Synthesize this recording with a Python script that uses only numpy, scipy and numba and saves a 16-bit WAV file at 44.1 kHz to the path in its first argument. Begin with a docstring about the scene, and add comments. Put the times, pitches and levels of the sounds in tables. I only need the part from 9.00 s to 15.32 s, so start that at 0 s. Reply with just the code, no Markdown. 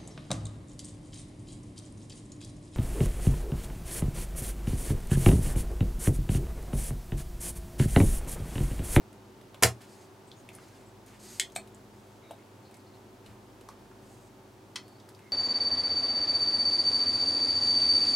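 """A spring-loaded solder pump snaps over a circuit board, is later pushed back until it latches; hands and tools work on.
Pump, latch, board, loose part and iron tip are struck banks of decaying modes; the spring rattle is shaped noise.
Ticks are noise pings with a bright crack; rubs and squeaks are resonant noise under swells.
A short damped room answers the handled sounds. Bench boom, transformer and fan tones, and air noise are added dry."""
import sys
import numpy as np
from scipy import signal
from scipy.fft import rfft, irfft, next_fast_len
from scipy.io import wavfile
from scipy.ndimage import uniform_filter1d
from numba import njit

SR = 44100
rng = np.random.default_rng(int(sys.argv[2]) if len(sys.argv) > 2 else 0)


def persist_wave(psi):
    """Save psi, clipped to +-1, as 16-bit WAV."""
    counts = np.round(np.clip(psi, -1, 1) * 32767).astype(np.int16)
    wavfile.write(sys.argv[1], SR, np.atleast_2d(counts).T)


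N = 278737  # samples


def undb(db):
    """Amplitude factor of a level in dB."""
    return 10 ** (np.asarray(db) / 20)


def level(x, rms_db):
    """Scale to an rms level."""
    return x * undb(rms_db) / np.sqrt(np.mean(x ** 2))


@njit
def svf(x, hz, width_hz):
    """State-variable band-pass with moving centre, gain 1 at the centre."""
    y, band_state, low_state = np.empty(len(x)), 0., 0.
    for i in range(len(x)):
        g = np.tan(np.pi * hz[i] / SR)
        k = width_hz / hz[i]
        v = (band_state + g * (x[i] - low_state)) / (1 + g * (g + k))
        band_state = 2 * v - band_state
        low_state = low_state + 2 * g * v
        y[i] = k * v
    return y


def band(n, hz, width_hz):
    """Noise through a resonance applied twice, rms 1."""
    centre_hz = np.clip(hz, 20, .44 * SR) * np.ones(n)
    once = svf(rng.standard_normal(n), centre_hz, 1. * width_hz)
    return level(svf(once, centre_hz, 1. 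* width_hz), 0)


def walk(rate_hz):
    """Random levels held 1 / rate_hz and slewed twice; spread near 1."""
    k = int(SR / rate_hz)
    steps = np.repeat(rng.standard_normal(N // k + 1), k)
    return 1.1 * uniform_filter1d(uniform_filter1d(steps, k), k)[:N]


def fade(t, t60_s):
    """Exponential decay, 60 dB down at t60_s (2 ms at least)."""
    return np.exp(-np.log(1000) * t / np.maximum(t60_s, .002))


def add(out, start_s, x, pan_db=0):
    """Mix a sound in; pan_db is left minus right."""
    i = int(start_s * SR)
    sides = undb(np.array([[pan_db], [-pan_db]]) / 2)
    out[:, i:i + x.shape[-1]] += (sides * x)[:, :N - i]


def ring(modes, focus_hz=1000, octaves=np.inf, stretch=1, contact_s=.00066, count=22):
    """One blow on modes, strongest around a focus; each mode is close partials in chance phases. Peak 1."""
    hz, width_hz, db, t60_s = np.repeat(modes, count, axis=0).T[:, :, None]
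    t = np.arange(int(SR * np.max(t60_s) * stretch)) / SR
    place, phase = rng.random((2, len(hz), 1))
    rank = (np.arange(len(hz))[:, None] % count + place) / count
    spread = np.arctanh(.98 * (2 * rank - 1)) / 2  # dense at the centre, thin skirts
    hz = np.clip(hz + width_hz * spread, 20, .45 * SR)
    gain = undb(db - 7.9 * (np.log2(hz / focus_hz) / octaves) ** 2)
    decay = gain * fade(t, t60_s * stretch)
    partials = decay * np.sin(2 * np.pi * (hz * t + phase))
    bunch = partials.reshape(len(modes), count, -1).sum(axis=1)
    full = decay.reshape(len(modes), count, -1).sum(axis=1)
    share = np.sqrt(np.sum(full ** 2, axis=1) / np.sum(bunch ** 2, axis=1))  # undoes chance cancellation
    x = share @ bunch
    x *= np.sin(np.pi / 2 * np.minimum(t / contact_s, 1)) ** 2  # contact builds up
    return x / np.max(np.abs(x))


def strikes(blows, modes, contact_s=.00066):
    """Equal-spectrum blows on one object, slightly left."""
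    out = np.zeros((2, N))
    for start_s, peak_db in blows:
        add(out, start_s, undb(peak_db) * ring(modes, contact_s=contact_s), 1.2)
    return out


# mains hum and fan tones: (pitch [Hz], rms level [dB], waver [dB])
HUM = [(101.7, -63, 1), (123.3, -65, 1), (206.5, -65, 5.5), (381, -63, -1.47), (894, -71.5, 0.5)]
# two fans at nearly the same speed beat slowly
FAN_PAIR_HZ, FAN_PAIR_DB, BEAT_PEAK_S = (48.34, 48.74), -74, 2.35  # level of each fan


def hum():
    """Transformer and fan tones, each wavering in level, plus a steady beating pair."""
    t = np.arange(N) / SR - BEAT_PEAK_S
    tones = sum(undb(db + waver_db * walk(11)) * np.cos(2 * np.pi * hz * t) for hz, db, waver_db in HUM)
    pair = sum(np.cos(2 * np.pi * hz * t) for hz in FAN_PAIR_HZ)
    return np.sqrt(2) * (tones + undb(FAN_PAIR_DB) * pair)


# air noise spectrum: (frequency [Hz], relative level [dB])
AIR_SPECTRUM = [(20, -27.5), (60, -20.5), (95, -8), (125, -6), (155, -11), (200, -8), (300, -5),
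                (380, -4.5), (435, -10.5), (900, -13.5), (1090, -17), (1960, -25), (6000, -31),
                (15600, -39.5)]
# stereo width of the air: (frequency [Hz], side minus mid [dB])
AIR_SIDE = [(60, -14.5), (110, -8.5), (200, -13.5), (380, -12.5), (700, -6), (1290, -4), (2380, -4),
            (4400, -6.5), (8120, -6), (15000, -3)]
AIR_MID_RMS_DB = -54.5


def air():
    """Fan noise and microphone hiss: shaped noise, nearly the same left and right in the bass."""
    n = next_fast_len(N)
    log_hz = np.log(np.maximum(np.arange(n // 2 + 1) * SR / n, 1))
    shape_db, side_db = (np.interp(log_hz, np.log(np.array(c)[:, 0]), np.array(c)[:, 1])
                         for c in (AIR_SPECTRUM, AIR_SIDE))
    white = rfft(rng.standard_normal((2, n)))
    shaped = irfft(white * undb([shape_db, shape_db + side_db]), n)[:, :N]
    mid, side = shaped * undb(.5 * walk(2.316))  # slow level drift
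    return np.array([mid + side, mid - side]) * undb(AIR_MID_RMS_DB) / np.std(mid)


# small ticks of tools and parts: (time [s], ping peak [dB], pitch [Hz], crack level before decay [dB], t60 [s])
TICKS = [(0.128, -53, 2340, -56.5, .028), (0.412, -48, 2660, -61, .035), (0.5441, -41.5, 2770, -54, 0.028),
         (.8174, -51, 3740, -52.5, 0.027), (1.3156, -38.5, 3700, -57, 0.013),
         (1.4892, -37, 3000, -48, 0.013), (1.5506, -37, 9600, -52, 0.011), (1.585, -53, 2620, -70, .012),
         (1.768, -57, 2440, -68, .023), (2.0623, -61, 8370, -49.5, 0.018), (2.4996, -53, 3940, -57, .02),
         (2.52, -50, 6550, -57, .029), (2.559, -34, 3860, -55, 0.014), (2.6737, -54, 2850, -54.5, 0.023),
         (2.746, -45, 7760, -53, 0.018), (3.3091, -42, 2660, -49.5, 0.035), (3.711, -58, 2320, -57, .025),
         (3.742, -51, 4520, -54, .035), (3.7674, -52.5, 8400, -66, .021), (3.952, -55, 2020, -61.5, 0.037),
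         (4.2615, -46, 2920, -58, 0.034), (4.6097, -50.5, 3260, -57, 0.032),
         (4.6873, -43.5, 4500, -51, 0.031), (5.88, -53, 4360, -54, .021), (5.999, -49.5, 4280, -74, 0.037),
         (6.089, -47, 4270, -51, 0.029), (6.1477, -49.5, 4360, -60, .025), (6.191, -48, 2000, -60, 0.037)]
TICK_WIDTH_PER_S = 25  # bandwidth as share of pitch, per second of t60
TICK_RISE_S, TICK_PAN_DB = .0009, 0.6


def ticks():
    """Short noise ping around a pitch plus a bright crack; longer pings are broader."""
    out, t = np.zeros((2, N)), np.arange(SR // 12) / SR
    for start_s, peak_db, hz, crack_db, t60_s in TICKS:
        shape = np.minimum(t / TICK_RISE_S, 1) * fade(t, t60_s)
        ping = shape * band(len(t), hz, hz * TICK_WIDTH_PER_S * t60_s)
        ping = undb(peak_db) * ping / np.max(np.abs(ping))
        crack = undb(crack_db) * shape * band(len(t), 9000, 10000)
        add(out, start_s, ping + crack, TICK_PAN_DB)
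    return out


# light knocks on the board, held down by a hand: (time [s], peak [dB], focus [Hz])
KNOCKS = [(.5447, -41, 917), (1.5857, -43, 1440), (3.3087, -33.5, 729), (4.6878, -35.5, 1160),
          (4.9137, -50, 1380), (6.087, -46, 1600)]
# circuit board modes: (frequency [Hz], width [Hz], level [dB], free t60 [s])
BOARD = [(241.3, 65, -5, 0.11), (323.8, 50.2, -6, 0.094), (399, 30, -7, .1), (483, 25, -1.5, 0.097),
         (548, 7, -3, 0.048), (653.5, 28, 1, .085), (743, 42, -6.5, 0.079), (870, 120, -8, .07),
         (1001, 120, -7, .07), (1224, 76, -14, 0.075), (1420, 152.4, -12, 0.033), (1640, 760, -10, 0.059)]
KNOCK_OCTAVES, KNOCK_T60_FACTOR = 0.42, .42  # focus spread, damping by the hand


def knocks():
    """Hand-damped board modes, excited narrowly around each knock's focus."""
    out = np.zeros((2, N))
    for start_s, peak_db, focus_hz in KNOCKS:
        x = ring(BOARD, focus_hz, KNOCK_OCTAVES, KNOCK_T60_FACTOR, count=3)
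        add(out, start_s, undb(peak_db) * x, .8)
    return out


# jolts to the bench top: (time [s], level [dB])
JOLTS = [(.622, -31), (.632, -21), (4.281, -44.5)]
# bench top modes: (frequency [Hz], level [dB], t60 [s])
BENCH = [(58, -16, 0.23), (83.5, -2, .22), (117, 0, 0.29), (184.8, -11, 0.23)]
BOOM_RISE_S = 0.014


def boom():
    """The lowest bench modes swell late and stay, reaching the two microphones slightly out of step."""
    out, t = np.zeros((2, N)), np.arange(SR // 2) / SR
    phase_rad = np.array([[.13], [-.13]])
    for start_s, db in JOLTS:
        i = int(start_s * SR)
        for hz, mode_db, t60_s in BENCH:
            swing = np.sin(2 * np.pi * hz * t + phase_rad) * np.minimum(t / BOOM_RISE_S, 1)
            out[:, i:i + len(t)] += undb(db + mode_db) * fade(t, t60_s) * swing
    return out


# left minus right: the barrel's low ring leans left, its treble right
SNAP_PAN_DB, SNAP_TOP_PAN_DB, SNAP_SPLIT_HZ = 4.0, -3, 3500


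def place_snap(x):
    """Pan lows and highs of the flying plunger to different sides."""
    low = signal.sosfilt(signal.butter(1, SNAP_SPLIT_HZ, fs=SR, output="sos"), x)
    sides = np.array([[.5], [-.5]])
    return undb(SNAP_PAN_DB * sides) * low + undb(SNAP_TOP_PAN_DB * sides) * (x - low)


RELEASE_S, FLIGHT_S = .6235, 0.0046
RATTLE_DB, RATTLE_RISE_S, RATTLE_T60_S = -21.5, .0015, 0.11


def spring_rattle():
    """Band noise held while the plunger flies up the barrel, then decaying as the spring rattles out."""
    out, t = np.zeros((2, N)), np.arange(SR // 6) / SR
    rise = np.minimum(t / RATTLE_RISE_S, 1) ** 2
    shape = rise * fade(np.maximum(t - FLIGHT_S, 0), RATTLE_T60_S)
    rattle = band(len(t), 8060, 9000)
    rattle = rattle + undb(-2.5) * band(len(t), 780, 1800)
    rattle = rattle + undb(-12.0) * band(len(t), 360, 450)
    add(out, RELEASE_S, place_snap(undb(RATTLE_DB) * shape * rattle))
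    return out


# catch letting go, plunger hitting its stop, bounce: (time [s], pump peak before pan [dB], board peak [dB])
BLOWS = [(0.6257, -15.5, -17), (.6340, 0.5, -16.5), (0.6357, -5.5, -23.5)]
# barrel, rod and spring modes: (frequency [Hz], width [Hz], level [dB], t60 [s])
PUMP = [(1400, 350, -13.5, .03), (1830, 100, -1, 0.013), (2242, 330, -11, 0.018), (2850, 410, -9, 0.016),
        (3690, 530, -10, 0.023), (4440, 520, -7.5, 0.019), (5530, 900, -3, .015), (6720, 1000, -3.5, 0.011),
        (8400, 1500, 3.5, 0.0066), (10285, 900, -0.5, 0.0067), (11600, 1400, -5.5, 0.01),
        (13740, 2700, -7.5, 0.0069)]
BLOW_FOCUS_HZ, BLOW_OCTAVES, BOARD_FOCUS_HZ, BOARD_OCTAVES = 5000, 12, 550, 0.86


def pump_snap():
    """Each blow rings the pump's modes and those of the board under it."""
    out = np.zeros((2, N))
    for start_s, pump_db, board_db in BLOWS:
        pump = undb(pump_db) * ring(PUMP, BLOW_FOCUS_HZ, BLOW_OCTAVES)
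        board = undb(board_db) * ring(BOARD, BOARD_FOCUS_HZ, BOARD_OCTAVES, count=3)
        add(out, start_s, place_snap(pump))
        add(out, start_s, board, .8)
    return out


# plunger sliding, hands rustling: (start [s], rise [s], fall [s], top level [dB], tilt [dB per octave])
RUBS = [(.805, .012, 0.044, -59, -11), (.86, 0.053, 0.16, -63, -3.5), (1.528, .008, 0.033, -60.5, 3),
        (1.57, 0.051, 0.25, -65.5, -7), (2.06, 0.012, 0.12, -62.5, -5.5), (2.19, 0.12, 0.1, -53, 0),
        (2.55, .004, .012, -52, 0), (2.92, 0.15, .12, -73.5, 3), (4.24, .025, .09, -67.5, -13.5),
        (4.688, 0.0045, 0.041, -65, -12), (5.019, 0.08, 0.2, -68.5, 2)]
# resonances of the rubbed barrel: (frequency [Hz], width [Hz], level [dB])
SLIDE = [(2000, 2400, -1), (4680, 2000, 3.5), (6660, 1500, 4), (8330, 2300, 4.5), (11540, 2000, -2.5),
         (13900, 1500, -20)]
RUB_BLUNT = 0.44  # under 1: comes and goes quickly around a broad top


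def rubs():
    """Grainy sliding hiss: flickering noise bands in the barrel resonances under a blunt swell."""
    out = np.zeros((2, N))
    for start_s, rise_s, fall_s, top_db, tilt_db in RUBS:
        t = np.arange(0, rise_s + fall_s, 1 / SR)
        n = len(t)
        ramp = np.interp(t, [0, rise_s, rise_s + fall_s], [0, 1, 0])
        shape = np.sin(np.pi / 2 * ramp) ** RUB_BLUNT
        hiss = np.zeros(n)
        for hz, width_hz, peak_db in SLIDE:
            band_db = peak_db + tilt_db * np.log2(hz / 7000) + 2.3 * walk(26.5)[:n]
            hiss += undb(band_db) * band(n, hz, width_hz)
        hiss = level(hiss, -0.27) + undb(-6.5) * band(n, 8400, 10500)
        grain_db = 1.7 * walk(74.0)[:n]
        add(out, start_s, undb(top_db + grain_db) * hiss * shape)
    return out


# brief squeaks, narrow hisses: (start [s], length [s], pitch [Hz], level before swell [dB])
SQUEAKS = [(1.267, 0.031, 8300, -66), (1.356, .06, 6600, -67.5), (1.362, .055, 8800, -72),
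           (1.499, 0.18, 2130, -71), (1.85, 0.055, 7800, -70), (3.214, 0.06, 2200, -66),
           (3.216, .16, 3800, -68), (3.36, 0.064, 2140, -69), (3.646, 0.04, 4280, -65.5),
           (3.728, 0.038, 2270, -66), (3.787, 0.03, 4500, -69), (3.86, .022, 4260, -67),
           (3.931, .028, 4200, -68), (5.803, 0.21, 4480, -71.5), (6.2, 0.11, 2120, -65.5)]
SQUEAK_WIDTH = .036  # share of pitch at 1 s length; shorter ones are broader


def squeaks():
    """Narrow noise bands under a smooth swell."""
    out = np.zeros((2, N))
    for start_s, length_s, hz, db in SQUEAKS:
        n = int(max(length_s, .005) * SR)
        hiss = band(n, hz, hz * SQUEAK_WIDTH / np.sqrt(length_s))
        add(out, start_s, undb(db) * hiss * signal.windows.tukey(n, .5))
    return out


# latch catching the plunger rod: (time [s], peak before pan [dB])
CATCH = [(2.3973, -10)]
# latch modes: (frequency [Hz], width [Hz], level [dB], t60 [s])
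LATCH = [(1280, 230, -16, 0.011), (1610, 250, -10, 0.01), (1993, 310, 1.5, 0.014), (2142, 310, -1.5, 0.023),
         (2770, 330, -13, 0.011), (3290, 415, -6, 0.099), (3910, 630, -0.5, 0.016), (4870, 680, -10, 0.046),
         (5670, 880, -2.5, 0.013), (7150, 1120, 4.5, 0.014), (8220, 1500, -4, 0.019),
         (9930, 1520, 0, 0.013), (12770, 2300, -7, 0.0084), (14600, 1600, -14, 0.0064)]


def latch():
    """The catch hits the rod and rings its modes."""
    return strikes(CATCH, LATCH)


# loose part set down: (time [s], peak before pan [dB])
DROP = [(2.5616, -19.5)]
# part modes: (frequency [Hz], width [Hz], level [dB], t60 [s])
PART = [(566, 87, -23, 0.022), (724, 80, -2, 0.037), (1020, 310, -12, 0.025), (1844, 920, -12, 0.02),
        (2490, 196, -4.5, 0.021), (3400, 1200, -15, .015), (4040, 810, -3.5, 0.012),
        (5500, 1700, -8, 0.013), (7450, 1540, -4, 0.017), (8570, 980, 0.5, 0.015),
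        (10330, 1500, -8, 0.0075), (12310, 3200, -11, .01)]


def loose_part():
    """A part rings as it is set down."""
    return strikes(DROP, PART, contact_s=.0008)


# iron tip knocking the board twice in quick succession: (time [s], peak before pan [dB])
TAP = [(5.7570, -25.5), (5.7598, -22)]
# iron modes: (frequency [Hz], width [Hz], level [dB], t60 [s])
IRON = [(1010, 180, -8.5, 0.04), (1330, 250, -14, 0.052), (1840, 360, -5.5, 0.033), (2490, 560, -8, 0.039),
        (3170, 260, -1, 0.036), (3580, 450, -7, 0.042), (4300, 490, -3, .02), (5010, 1120, -4, 0.024),
        (5660, 980, -2.5, 0.027), (6910, 1220, -4.5, 0.019), (8620, 1300, -4, 0.014),
        (10500, 2700, -10, 0.011), (13200, 3000, -13, 0.0077)]


def iron_tap():
    """The iron rings after a softer, longer contact."""
    return strikes(TAP, IRON, contact_s=.0022)


ROOM_T60_S, ROOM_TOP_T60_S, ROOM_DB = 0.17, 0.1, -5.5  # decay settings precede a further overall fade


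def room(x):
    """Dense reflections from bench and walls, partly different at each microphone; the treble dies sooner."""
    t = np.arange(SR // 3) / SR
    onset = np.clip(t / 0.0043 - .4, 0, 1)
    noise = rng.standard_normal((2, len(t)))
    low = signal.lfilter([.4], [1, -.6], noise)
    decaying = low * fade(t, ROOM_T60_S) + (noise - low) * fade(t, ROOM_TOP_T60_S)
    echo = rfft(decaying * onset)
    # scattered clutter evens out the colour, so no single pitch rings on
    power = np.abs(echo) ** 2
    even = np.sqrt(uniform_filter1d(power, size=400) / uniform_filter1d(power, size=9))
    mid, side = irfft(echo * even, len(t)) * onset * fade(t, .6)
    tail = np.array([mid + 0.076 * side, mid - .45 * side]) / np.sqrt(np.sum(mid ** 2))
    tail = tail - signal.lfilter([.03], [1, -.97], tail)  # little bass comes back
    mono = np.mean(x, axis=0, keepdims=True)
    return undb(ROOM_DB) * signal.fftconvolve(mono, tail, axes=1)[:, :N]


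def scene():
    """Everything handled sounds into the room; boom, hum and air are added without it."""
    background = hum() + air()
    work = ticks() + knocks() + spring_rattle() + pump_snap() + rubs() + squeaks()
    work = work + latch() + loose_part() + iron_tap()
    return work + room(work) + boom() + background


TOP_HZ = 15800


def record(dry):
    """The converter clips near full scale and cuts the top."""
    clipped = np.clip(dry, -.94, .94)
    return signal.sosfilt(signal.ellip(10, .2, 70, TOP_HZ, fs=SR, output="sos"), clipped)


dry = scene()
out = record(dry)
persist_wave(out)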